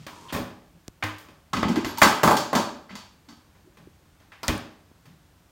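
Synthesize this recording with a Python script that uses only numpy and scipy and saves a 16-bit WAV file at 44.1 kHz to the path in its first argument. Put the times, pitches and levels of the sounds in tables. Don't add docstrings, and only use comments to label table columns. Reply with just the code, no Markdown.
import sys
import numpy as np
from scipy import signal
from scipy.fft import rfft, irfft
from scipy.io import wavfile

SR = 44100
rng = np.random.default_rng(int(sys.argv[2]) if len(sys.argv) > 2 else 0)


def persist_wave(psi):
    counts = np.round(np.clip(psi, -1, 1) * 32767).astype(np.int16)
    wavfile.write(sys.argv[1], SR, np.atleast_2d(counts).T)


N = 242986
T = np.arange(int(.9 * SR)) / SR
BANDS_HZ = 31.25 * 2 ** (np.arange(19) / 2)
TOP_HZ = 15850
TONE_HZ = [70, 240, 2100, 4600, 13000]


def undb(db):
    return 10 ** (np.asarray(db) / 20)


def at(points, hz):
    point_hz, value = np.transpose(sorted(points))
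    return np.interp(np.log(hz), np.log(point_hz), value)


def unit(x):
    return x / np.sqrt(np.mean(x ** 2, axis=-1, keepdims=True) + 1e-30)


def fade(t60_s):
    return np.exp(-np.log(1000) * T / t60_s)


def add(track, start_s, x):
    i = int(round(start_s * SR))
    x, i = x[max(-i, 0):], max(i, 0)
    track[i:i + len(x)] += x[:len(track) - i]


def noise_bands(modes, ripple_db=0., spacing_hz=45.3, width_hz=13., lift=.95):
    white = rfft(rng.standard_normal(2 * len(T)))
    hz = np.linspace(1e-3, SR / 2, len(white))
    peaks = rng.standard_normal(2000)
    ripple = np.interp(hz / spacing_hz, np.arange(len(peaks)), peaks) * np.minimum(hz / 3000, 1)
    body = np.sqrt(1 + sum(lift ** 2 / (1 + ((hz - f) / width_hz) ** 2) for f, _, _ in modes))
    octaves = np.log2(hz / BANDS_HZ[:, None])
    windows = np.cos(np.pi / 2 * np.clip(2 * octaves, -1, 1))
    return unit(irfft(white * body * undb(ripple_db * ripple) * windows))


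def room_decay(build_s=.0086):
    # frequency in Hz, t60 in seconds.
    room_t60 = [(60, 0.31), (250, 0.61), (1000, 0.54), (4500, .5), (8000, .39), (14000, 0.31)]
    return unit((1 - np.exp(-T / build_s)) * fade(at(room_t60, BANDS_HZ)[:, None]))


def in_room(x, wet_db=-7.5):
    tail = np.sqrt(BANDS_HZ) @ (noise_bands([])[:, :len(T)] * room_decay())
    return x + undb(wet_db) * signal.fftconvolve(x, tail / np.linalg.norm(tail))[:N]


def strikes(soften=.25, diffuse=.12, **kinds):
    contact = { "seal": (-1, 2.5, -1, -8, -16, .0024, .09, 3.5),
               "hinge": (-15, -16, 8, -9, -30, .0005, .13, -.5),
               "click": (-14, -9, -3.5, -3, -15, .0003, .048, -.5),
               "nudge": (-7, 0, 1, -5, -19, .0015, .08, 1), "slam": (1, 3, 4, -3.5, -18, .0016, .085, -.7),
               "shelf": (-5.5, -2, 0, -3.5, -18, .0005, .05, 1.5),
               "landing": (-23, -7, -1.5, -16.5, -14.5, .0001, .058, -.5),
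               "bounce": (-24, -2, -11.5, -15, -17.5, .0004, .066, 1.5),
               "rim": (-20, -14, -3, 4, -9, .0008, .05, 1), "roll": (-12, -4, 5, -2, -27, .009, .22, 19)}
    octaves = np.maximum(np.log2(np.array(TONE_HZ) / 1000), 0)
    rows = []
    for kind, events in kinds.items():
        *tone_db, attack_s, t60_s, room_db = contact[kind]
        loudest_db = max(db for _, db, _ in events)
        for start_s, db, hardness in events:
            lighter_db = loudest_db - db
            tone = [(1000, 0), *zip(TONE_HZ, tone_db + hardness * octaves)]
            rise_s = attack_s * undb(soften * lighter_db)
            rows.append((start_s, db, tone, rise_s, t60_s, room_db + diffuse * lighter_db))
    return rows


def blows(rows, colour, modes, chatter_db, low_ring, ripple_db, freedom=0, gain_db=-19):
    out, bank, room = np.zeros(N), noise_bands(modes, ripple_db), room_decay()
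    for start_s, db, tone, attack_s, t60_s, room_db in rows:
        offset = rng.integers(len(T))
        grains = np.clip(rng.standard_normal(len(T)), -2, 1.3)
        chatter = undb(chatter_db * np.repeat(grains, SR // 1000)[:len(T)])
        rise = 1 - np.exp(-T / (attack_s + .087 / BANDS_HZ[:, None]))
        decay = fade(t60_s * (1000 / BANDS_HZ[:, None]) ** low_ring)
        envelope = np.hypot(unit(rise * chatter * decay), undb(room_db) * room)
        bands = unit(bank[:, offset:offset + len(T)] * envelope)
        sound = undb(at(tone, BANDS_HZ) + at(colour, BANDS_HZ)) @ bands
        for hz, mode_db, mode_t60_s in modes:
            weight, phase, detune = rng.standard_normal(3)
            sine = np.sin(2 * np.pi * hz * (1 + .003 * detune) * T + np.pi * phase)
            ring = unit(sine * fade(mode_t60_s) * (1 - np.exp(-T / .001)))
            free_db = freedom * (-35 - db) * mode_t60_s * min(hz / 2500, 1.3)
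            sound += undb(mode_db + free_db + at(tone, hz) + 1.5 * weight) * ring
        add(out, start_s, undb(db + gain_db) * sound)
    return out


def rubs(rows, grip_db=1.5):
    out = np.zeros(N)
    for start_s, db, hz, width_hz, length_s in rows:
        push, grip = rng.standard_normal((2, len(T)))
        slips = push * undb(grip_db * np.repeat(grip, SR // 250)[:len(T)])
        swell = np.sqrt(np.abs(np.sin(np.pi * np.minimum(T / length_s, 1))))
        edges_hz = [max(hz - width_hz / 2, 30), min(hz + width_hz / 2, TOP_HZ)]
        resonance = signal.butter(2, edges_hz, "band", fs=SR, output="sos")
        ringing = signal.sosfilt(resonance, slips)[::-1] * swell
        add(out, start_s, undb(db) * unit(ringing) * np.sqrt(length_s / T[-1]))
    return out


def swings(rows):
    out = np.zeros(N)
    for start_s, db, hz, t60_s in rows:
        add(out, start_s, -undb(db) * np.sin(2 * np.pi * hz * T) * fade(t60_s))
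    return out


def hush(level_db=-58):
    # frequency in Hz, relative spectral density in dB.
    spectrum = [(15, -32), (25, -14), (92, -4), (123, -13.5), (157, -6.5), (223, -17), (309, -15.5),
                (405, -22.5), (476, -22), (624, -22.5), (1480, -25.5), (2220, -29.5), (16000, -39.5)]
    white = rfft(rng.standard_normal(N))
    hz = np.linspace(1, SR / 2, len(white))
    return undb(level_db) * unit(irfft(white * undb(at(spectrum, hz)), N))


def footfalls(hz=152, width_hz=55):
    # start in seconds, level in dB, length in seconds.
    steps = [(-.02, -41.5, .042), (.752, -55.5, .035), (3.78, -56, .13), (5.05, -53.5, .1)]
    return rubs((start_s, db, hz, width_hz, length_s) for start_s, db, length_s in steps)


def squeaks():
    # start in seconds, level in dB, resonance in Hz, width in Hz, length in seconds.
    slips = [(-.02, -58, 2180, 5900, .084), (.066, -47.5, 2100, 2000, .035),
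             (.288, -46.5, 2000, 2600, .038), (.284, -48, 3300, 740, .028), (1.531, -25, 1220, 260, .018),
             (1.756, -58, 11680, 450, .03), (1.85, -52, 11630, 510, .075), (1.974, -32, 908, 70, .025),
             (4.433, -39, 1148, 440, .027), (4.433, -42, 4700, 830, .018)]
    return rubs(slips)


def door():
    # frequency in Hz, level in dB, t60 in seconds.
    modes = [(100, -12, .3), (188, -9, 0.63), (242, -2.5, .4), (310, -1.5, 0.57), (557, -20, 0.67),
             (1030, -6, 0.4), (1142, -19, 0.13), (1295, -19, 0.46), (1570, -18, 0.54), (1837, -11.5, 0.29),
             (2026, -10.5, 0.075), (2376, -17.5, 0.067)]
    # frequency in Hz, gain in dB.
    colour = [(35, -16), (70, -3.5), (240, -3), (500, -2.5), (1000, -0.5), (2200, -3.5), (3200, 0),
              (7000, 1.5), (10500, 2.5), (15000, 9)]
    # start in seconds, relative level in dB, hardness in dB per octave above 1 kHz.
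    pops = [(.324, -36, 1.2), (.341, -34.5, -1.2), (.362, -37, -2)]
    knocks = [(1.0245, -31.5, -2), (4.319, -53, 0)]
    clicks = [(.066, -41.5, -1.5), (1.037, -36, -1.1), (1.183, -59.5, 3.3), (1.983, -47, 4.6),
              (4.431, -38.5, -.7)]
    nudges = [(1.285, -55, -1.5), (3.55, -65, -2), (3.77, -58.5, -.4), (4.2, -64, 0), (5.054, -61, 1)]
    slam = [(4.482, -30.5, 0)]
    rows = strikes(seal=pops, hinge=knocks, click=clicks, nudge=nudges, slam=slam)
    return blows(rows, colour, modes, chatter_db=1.5, low_ring=.046, ripple_db=-1)


def seal_creak(start_s=.07, length_s=.3):
    # level in dB, resonance in Hz, width in Hz.
    resonances = [(-53, 1020, 170), (-58, 3900, 7000), (-56, 220, 320)]
    return rubs((start_s, db, hz, width_hz, length_s) for db, hz, width_hz in resonances)


def panel_ring():
    # start in seconds, initial level in dB, frequency in Hz, t60 in seconds.
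    panels = [(.38, -37, 248, .6), (1.035, -27, 102, .36), (1.025, -34, 2040, .28), (1.045, -36, 308, .5),
              (4.4842, -13.5, 61.4, .055), (4.486, -31, 246, .38)]
    return swings(panels)


def snaps():
    # start in seconds, initial level in dB, frequency in Hz, t60 in seconds.
    ticks = [(.8808, -15.5, 6250, .00064), (.883, -19, 238, .0062), (1.029, -16.5, 2430, .0068),
             (1.633, -14, 1310, .008), (3.873, -36.5, 348, .03), (4.4815, 3, 6500, .0007),
             (4.5793, -26, 9000, .003), (4.915, -37, 295, .013)]
    return swings(ticks)


def can():
    # frequency in Hz, level in dB, t60 in seconds.
    modes = [(209, -12, .45), (246, -8, .6), (322, -9, .2), (346, -7, .45), (430, -12, .4), (567, -11, .45),
             (595, -11, .55), (637, -13, .45), (697, -13, .3), (783, -12, .2), (850, -8, .45),
             (879, -8, .35), (934, -11, .4), (980, -9, .55), (1021, -8, .35), (1088, -6, .25),
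             (1172, -11, .2), (1320, -9, .15), (1520, -10, .3), (1556, -10, .3), (1582, -10, .3),
             (1985, -6, .17), (2055, -5, .17), (3068, -14, .3), (4440, -11, .35), (4510, -13, .45),
             (4570, -13, .6), (4640, -12, .4), (5290, -14, .35), (5680, -14, .35), (6347, -13, .4),
             (7267, -14, .3)]
    # frequency in Hz, gain in dB.
    colour = [(35, -15.5), (90, 1.5), (300, -6.5), (480, -6.5), (900, 0.5), (1400, 0.5), (2000, -2.5),
              (2800, -0.5), (5500, 1), (10500, -2), (15000, 0)]
    # start in seconds, relative level in dB, hardness in dB per octave above 1 kHz.
    knocks = [(1.5325, -34, .8), (1.567, -37, -.2), (1.629, -27, -4.3), (1.683, -40.5, 1.7),
              (1.757, -35.5, -.3), (1.846, -36, 1)]
    landing = [(2.0168, -11.5, 0)]
    bounces = [(2.2326, -16, 1), (2.275, -16.3, -1.5), (2.309, -23.5, 1.2), (2.5295, -23, -1.3),
               (2.55, -23, 0)]
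    clinks = [(1.972, -42.5, -1), (2.028, -30.5, 2.8), (2.367, -34, .6), (2.552, -32, 0),
              (2.953, -45.5, -.8), (3.286, -54, -1.5)]
    rolls = [(2.893, -51, 0)]
    rows = strikes(shelf=knocks, landing=landing, bounce=bounces, rim=clinks, roll=rolls)
    return blows(rows, colour, modes, chatter_db=3.5, low_ring=.035, ripple_db=2.5, freedom=.62)


def hollow_booms(width_hz=115, length_s=.056):
    # start in seconds, level in dB, resonance in Hz.
    booms = [(1.533, -33, 235), (1.567, -30.5, 225), (1.62, -27, 205), (1.674, -22.7, 240),
             (1.744, -23.5, 315), (1.845, -37.5, 350), (2.026, -23.5, 255), (2.233, -22, 255),
             (2.553, -25, 235)]
    return rubs((start_s, db, hz, width_hz, length_s) for start_s, db, hz in booms)


def can_rocking(start_s=2.908, period_s=.368, length_s=.066, first_db=-43.5, step_db=-6.5):
    first_hz, pitch_ratio, width_hz = 203, 1.27, 85
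    return rubs((start_s + k * period_s, first_db + k * step_db, first_hz * pitch_ratio ** k,
                 width_hz, length_s) for k in range(3))


def scene():
    struck = door() + can()
    rubbed = seal_creak() + hollow_booms() + can_rocking() + footfalls() + squeaks()
    return (struck + in_room(rubbed) + panel_ring() + snaps() + hush())[None]


def record(dry, bass_hz=38, notch_hz=10400, notch_q=15, notch_depth=.6, ceiling=1.15):
    x = signal.sosfilt(signal.butter(3, bass_hz, "high", fs=SR, output="sos"), dry)
    x = x - notch_depth * signal.lfilter(*signal.iirpeak(notch_hz, notch_q, fs=SR), x)
    x = ceiling * np.tanh(x / ceiling)
    return signal.sosfilt(signal.ellip(12, .2, 80, TOP_HZ, fs=SR, output="sos"), x)


dry = scene()
out = record(dry)
persist_wave(out)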